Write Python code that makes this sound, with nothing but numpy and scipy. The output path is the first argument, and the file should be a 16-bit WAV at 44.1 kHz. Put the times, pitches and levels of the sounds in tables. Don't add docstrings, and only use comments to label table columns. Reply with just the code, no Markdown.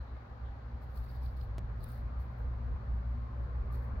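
import sys
import numpy as np
from scipy import signal
from scipy.fft import rfft, irfft
from scipy.io import wavfile

SR = 44100
rng = np.random.default_rng(int(sys.argv[2]) if len(sys.argv) > 2 else 0)


def generate_wav(sig):
    pcm = np.round(np.clip(np.atleast_2d(sig).T, -1, 1) * 32767).astype(np.int16)
    wavfile.write(sys.argv[1], SR, pcm)


N = 176400

# time in seconds, level of the deep drone in dB.
DRONE_LEVEL = [(0.0, -35), (0.07, -52), (0.13, -38.5), (0.28, -59.5), (0.33, -40), (0.37, -56),
               (0.44, -37.5), (0.62, -49.5), (0.67, -40.5), (0.69, -51), (0.75, -35.5), (0.8, -50),
               (0.85, -41), (0.96, -44.5), (0.99, -33), (1.07, -44), (1.27, -34.5), (1.29, -38),
               (1.88, -39.5), (1.9, -45), (2.06, -35.5), (2.13, -42), (2.18, -34.5), (2.37, -47),
               (2.43, -33), (2.6, -39), (2.73, -32.5), (2.77, -38), (2.8, -47.5), (2.93, -30), (3.05, -40),
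               (3.07, -33.5), (3.24, -37), (3.31, -49), (3.34, -39), (3.45, -34), (3.48, -41.5),
               (3.61, -31.5), (3.64, -38.5), (3.8, -33.5), (3.83, -41), (4.0, -33.5)]
# frequency in Hz, relative density in dB.
WIND_SPECTRUM = [(12, -21), (25, -11), (38, 0.5), (50, 4.5), (74, -1), (88, -5), (110, -13.5), (200, -32),
                 (500, -69.5), (2000, -120)]
# time in seconds, pitch in Hz.
HUM_PITCH = [(0, 113), (.6, 116), (1.1, 124), (2, 118.7), (3, 116.7), (4, 118.7)]
# frequency in Hz, relative density in dB.
ROAD_SPECTRUM = [(50, -20), (80, -3.5), (104, 0.5), (140, -10), (200, -15.5), (300, -25), (600, -54),
                 (2000, -110)]
# multiple of the engine pitch, width in Hz, relative level in dB.
ENGINE_ORDERS = [(1.919, 13.3, -5.5)]
# time in seconds, level in dB.
OVERTONE_LEVEL = [(0, -54.5), (.6, -50.5), (1.1, -49), (1.6, -44), (2.1, -47.5), (2.35, -46), (2.8, -46),
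                  (3.3, -46), (3.6, -46), (4, -42.5)]
# time in seconds, level of the hollow boom in dB.
BOOM_LEVEL = [(0, -65.5), (.62, -67), (.73, -56.5), (.85, -66), (1.65, -67.5), (1.98, -57.5), (2.1, -63),
              (2.45, -63), (2.63, -55), (2.85, -65.5), (3.16, -54.5), (3.45, -63.5), (4, -55.5)]
# frequency in Hz, relative density in dB.
WASH_SPECTRUM = [(100, -18), (180, 0.5), (260, 1), (340, -3.5), (500, 0), (700, -0.5), (900, -0.5),
                 (1200, -3), (1550, -5), (2000, -12.5), (2700, -20.5), (3500, -24), (4400, -22.5),
                 (5500, -34.5), (6600, -43), (8300, -60.5), (10500, -52), (12000, -44.5), (16000, -41)]
# frequency in Hz, left minus right in dB.
WASH_PAN = [(300, .3), (700, 0.5), (1300, 2), (2400, 5), (4300, -4.5), (8000, 30), (15000, -2)]
# frequency in Hz, left-right correlation.
WASH_CORRELATION = [(150, .88), (300, .62), (550, .3), (1000, -.03), (4000, -.05), (12000, -.1)]
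# time in seconds, gain of the traffic in dB.
TRAFFIC_GAIN = [(0, -56.5), (1.5, -57), (2.4, -55), (3.2, -56.5), (4, -53)]
# centre in Hz, width in Hz, first and last mean level in dB.
TYRE_WHINES = [(494, 60, -74, -64), (1072, 79, -74.5, -65), (1195, 87, -76.5, -64), (785, 60, -70, -71.5),
               (574, 35, -76.5, -66), (375, 45, -76.5, -68.5)]
# peak time in seconds, centre in Hz, width in Hz, level in dB, rise and decay in seconds.
FAR_SWISHES = [(.015, 4130, 350, -76, 0.04), (.10, 3950, 350, -77, .035), (0.183, 3650, 300, -82, .03),
               (0.472, 3400, 800, -74.5, 0.033)]
# peak time in seconds, relative hiss and scrape levels in dB, rise and decay in seconds.
SCURRIES = [(.83, -74, -80, 0.017, 0.02), (.91, -81, -83, 0.034, 0.046), (.98, -67, -74, 0.035, 0.041),
            (1.045, -71, -77, 0.018, 0.043), (1.105, -70.5, -74, 0.024, 0.042),
            (1.16, -75.5, -74, 0.014, 0.035), (1.245, -69, -73.5, 0.032, .05),
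            (1.372, -70, -75, 0.011, 0.024), (1.412, -72.5, -74.5, .018, 0.037),
            (1.835, -71, -73.5, 0.033, 0.049), (1.905, -65.5, -74, 0.034, .05),
            (1.98, -73, -77, 0.044, 0.022), (2.215, -74, -83, 0.026, .035), (2.32, -86, -98, 0.017, 0.033),
            (2.395, -81.5, -100, .025, .045), (3.435, -84.5, -84, 0.02, .035),
            (3.749, -67.5, -77, 0.028, .04), (3.835, -74.5, -89, 0.02, 0.035)]
# frequency in Hz, relative density in dB.
HISS_SPECTRUM = [(2000, -29.5), (5000, -8), (7000, -13), (8500, -11.5), (10200, -6), (11600, 1.5),
                 (13500, -2), (14500, 2), (16000, -0.5)]
# centre in Hz, width in Hz, relative level in dB.
BARK_MODES = [(3770, 270, -4), (4260, 250, -1), (4660, 300, -2.5), (5150, 570, -6)]
# frequency in Hz, relative density in dB.
WOOD_SPECTRUM = [(1500, -58), (3000, -4.5), (4300, 5), (4900, -2), (5700, -19), (7500, -38)]
# peak time in seconds, snap level in dB, woody ring level in dB.
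FIBRE_TICKS = [(.976, -64, -63), (1.261, -69, -62), (1.413, -76, -59.5), (1.841, -47, -62),
               (1.902, -63, -70), (1.919, -58, -73)]
# frequency in Hz, relative density in dB.
SNAP_SPECTRUM = [(5000, -24), (8000, -18), (8900, -1), (9800, 1), (11000, -18), (13200, -7), (14500, -13),
                 (16000, -2)]
# time in seconds, signed height.
CRACKLE_JUMPS = [(1.5825, 0.022), (1.5833, -0.0074), (1.5855, 0.011), (1.5909, 0.0091)]

ENGINE_HZ, PITCH_WAVER, LOW_CORRELATION = 61.12, .012, .95
TIME_S = np.arange(N) / SR
BINS_HZ = np.maximum(np.fft.rfftfreq(N, 1 / SR), 1)


def undb(db):
    return 10 ** (np.asarray(db) / 20)


def envelope(rows):
    return undb(np.interp(TIME_S, *np.array(rows).T))


def over_hz(rows):
    hz, value = np.array(rows).T
    return np.interp(np.log(BINS_HZ), np.log(hz), value)


def unit(x):
    return x / np.sqrt(np.mean(x ** 2))


def pan(db):
    return undb(np.array([[1], [-1]]) * db / 2)


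def resonance(hz, width_hz):
    return 1 / (1 + ((BINS_HZ - hz) / width_hz) ** 2) ** 2


def noise(gain, correlation=0):
    mid, side = rfft(rng.standard_normal((2, N)))
    stereo = np.sqrt(1 + correlation) * mid + np.sqrt(1 - correlation) * side * np.array([[1], [-1]])
    return unit(irfft(gain * stereo, N))


def wander(rate_hz):
    return unit(irfft(rfft(rng.standard_normal(N)) * np.exp(-(BINS_HZ / rate_hz) ** 2), N))


def burst(peak_s, rise_s, decay_s):
    t = TIME_S - peak_s
    return np.exp(-(np.minimum(t, 0) / rise_s) ** 2 - np.maximum(t, 0) / decay_s)


def steadied(x, window_s=.11, strength=.93):
    power = irfft(rfft(np.mean(x ** 2, axis=0)) * np.exp(-(BINS_HZ * window_s) ** 2), N)
    return unit(x / np.abs(power) ** (strength / 2))


def engine_tone(hz, waver_hz, throb_db, throb_hz):
    phase = 2 * np.pi * np.cumsum(hz * (1 + PITCH_WAVER * wander(waver_hz))) / SR
    return unit(np.sin(phase) * undb(throb_db * wander(throb_hz)))


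def engine_drone():
    tone = undb(-1.5) * engine_tone(ENGINE_HZ, waver_hz=4, throb_db=.8, throb_hz=7.1)
    blur = undb(-8.5) * noise(resonance(ENGINE_HZ, width_hz=12), LOW_CORRELATION)
    wind = undb(-8) * noise(undb(over_hz(WIND_SPECTRUM)), LOW_CORRELATION)
    return steadied(tone + blur + wind) * envelope(DRONE_LEVEL) * pan(.34)


def engine_overtones():
    hum_hz = np.interp(TIME_S, *np.array(HUM_PITCH).T)
    hum = undb(-5) * engine_tone(hum_hz, waver_hz=6, throb_db=2.5, throb_hz=8)
    road = undb(-4.5) * noise(undb(over_hz(ROAD_SPECTRUM)), LOW_CORRELATION)
    orders = sum(undb(db) * noise(resonance(multiple * ENGINE_HZ, width_hz), LOW_CORRELATION)
                 for multiple, width_hz, db in ENGINE_ORDERS)
    return steadied(hum + road + orders) * envelope(OVERTONE_LEVEL)


def engine_boom():
    return steadied(noise(resonance(hz=234.2, width_hz=22), correlation=.8)) * envelope(BOOM_LEVEL)


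def far_noise(gain):
    return noise(gain * pan(over_hz(WASH_PAN)), over_hz(WASH_CORRELATION))


def traffic_and_air(air_from_hz=2600, air_gain_db=-56.5, flicker_hz=27, flicker_db=1.52):
    spectrum = rfft(far_noise(undb(over_hz(WASH_SPECTRUM))))
    edges_hz = np.append(0, np.geomspace(200, air_from_hz, 12))
    traffic = 0
    for low_hz, high_hz in zip(edges_hz, edges_hz[1:]):
        band = irfft(spectrum * ((BINS_HZ >= low_hz) & (BINS_HZ < high_hz)), N)
        traffic += band * undb(flicker_db * wander(flicker_hz))
    air = irfft(spectrum * (BINS_HZ >= edges_hz[-1]), N)
    return traffic * envelope(TRAFFIC_GAIN) + undb(air_gain_db) * air


def tyre_whines(waver_db=3.3, waver_hz=6.7):
    out = 0
    for hz, width_hz, first_db, last_db in TYRE_WHINES:
        band = far_noise(resonance(hz, width_hz))
        out += band * undb(np.linspace(first_db, last_db, N) + waver_db * wander(waver_hz))
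    return out


def swishes():
    return sum(undb(db) * noise(resonance(hz, width_hz)) * burst(peak_s, slope_s, slope_s)
               for peak_s, hz, width_hz, db, slope_s in FAR_SWISHES) * pan(-6.5)


def grit(snaps_per_s=260, spread_db=3.8, decay_s=.001, depth_db=1):
    snaps = (rng.random(N) < snaps_per_s / SR) * undb(spread_db * rng.standard_normal(N))
    power = signal.lfilter([1], [1, -np.exp(-1 / (decay_s * SR))], snaps ** 2)
    return np.sqrt(1 + undb(depth_db) ** 2 * power / power.mean())


def bark_scrape(catch_hz=70, catch_db=4):
    rings = sum(undb(db) * noise(resonance(hz, width_hz)) * undb(catch_db * wander(catch_hz))
                for hz, width_hz, db in BARK_MODES)
    rasp = undb(-4.5) * noise(undb(over_hz(WOOD_SPECTRUM)))
    return unit(unit(rings) + rasp)


def lizard_rustles():
    hiss_power = scrape_power = 0
    for peak_s, hiss_db, scrape_db, rise_s, decay_s in SCURRIES:
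        shape = burst(peak_s, rise_s, decay_s)
        hiss_power += (undb(hiss_db) * shape) ** 2
        scrape_power += (undb(scrape_db) * shape) ** 2
    grains = unit(noise(undb(over_hz(HISS_SPECTRUM)), correlation=-.18) * grit())
    hiss = undb(3.5) * grains * np.sqrt(hiss_power)
    scrape = undb(3) * bark_scrape() * np.sqrt(scrape_power)
    return hiss * pan(2) + scrape * pan(-3.5)


def fibre_ticks(rise_s=.00046, snap_decay_s=.0026, ring_decay_s=.0047):
    snap_gain = sum(undb(db) * burst(peak_s, rise_s, snap_decay_s) for peak_s, db, _ in FIBRE_TICKS)
    ring_gain = sum(undb(db) * burst(peak_s, rise_s, ring_decay_s) for peak_s, _, db in FIBRE_TICKS)
    snap = snap_gain * noise(undb(over_hz(SNAP_SPECTRUM)))
    ring = ring_gain * noise(undb(over_hz(WOOD_SPECTRUM)))
    return snap * pan(5) + ring * pan(-3.5)


def electrical_crackle(decay_s=.0022):
    return sum(height * burst(at_s, 1 / SR, decay_s) for at_s, height in CRACKLE_JUMPS) * pan(2.5)


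def scene():
    engine = engine_drone() + engine_overtones() + engine_boom()
    background = traffic_and_air() + tyre_whines() + swishes()
    lizard = lizard_rustles() + fibre_ticks()
    return engine + background + lizard + electrical_crackle()


def record(dry, fade_s=.006, cutoff_hz=15800):
    fade = np.minimum(np.minimum(TIME_S, TIME_S[::-1]) / fade_s, 1)
    lowpass = signal.ellip(10, .2, 70, cutoff_hz, fs=SR, output="sos")
    return signal.sosfilt(lowpass, dry * fade)


dry = scene()
out = record(dry)
generate_wav(out)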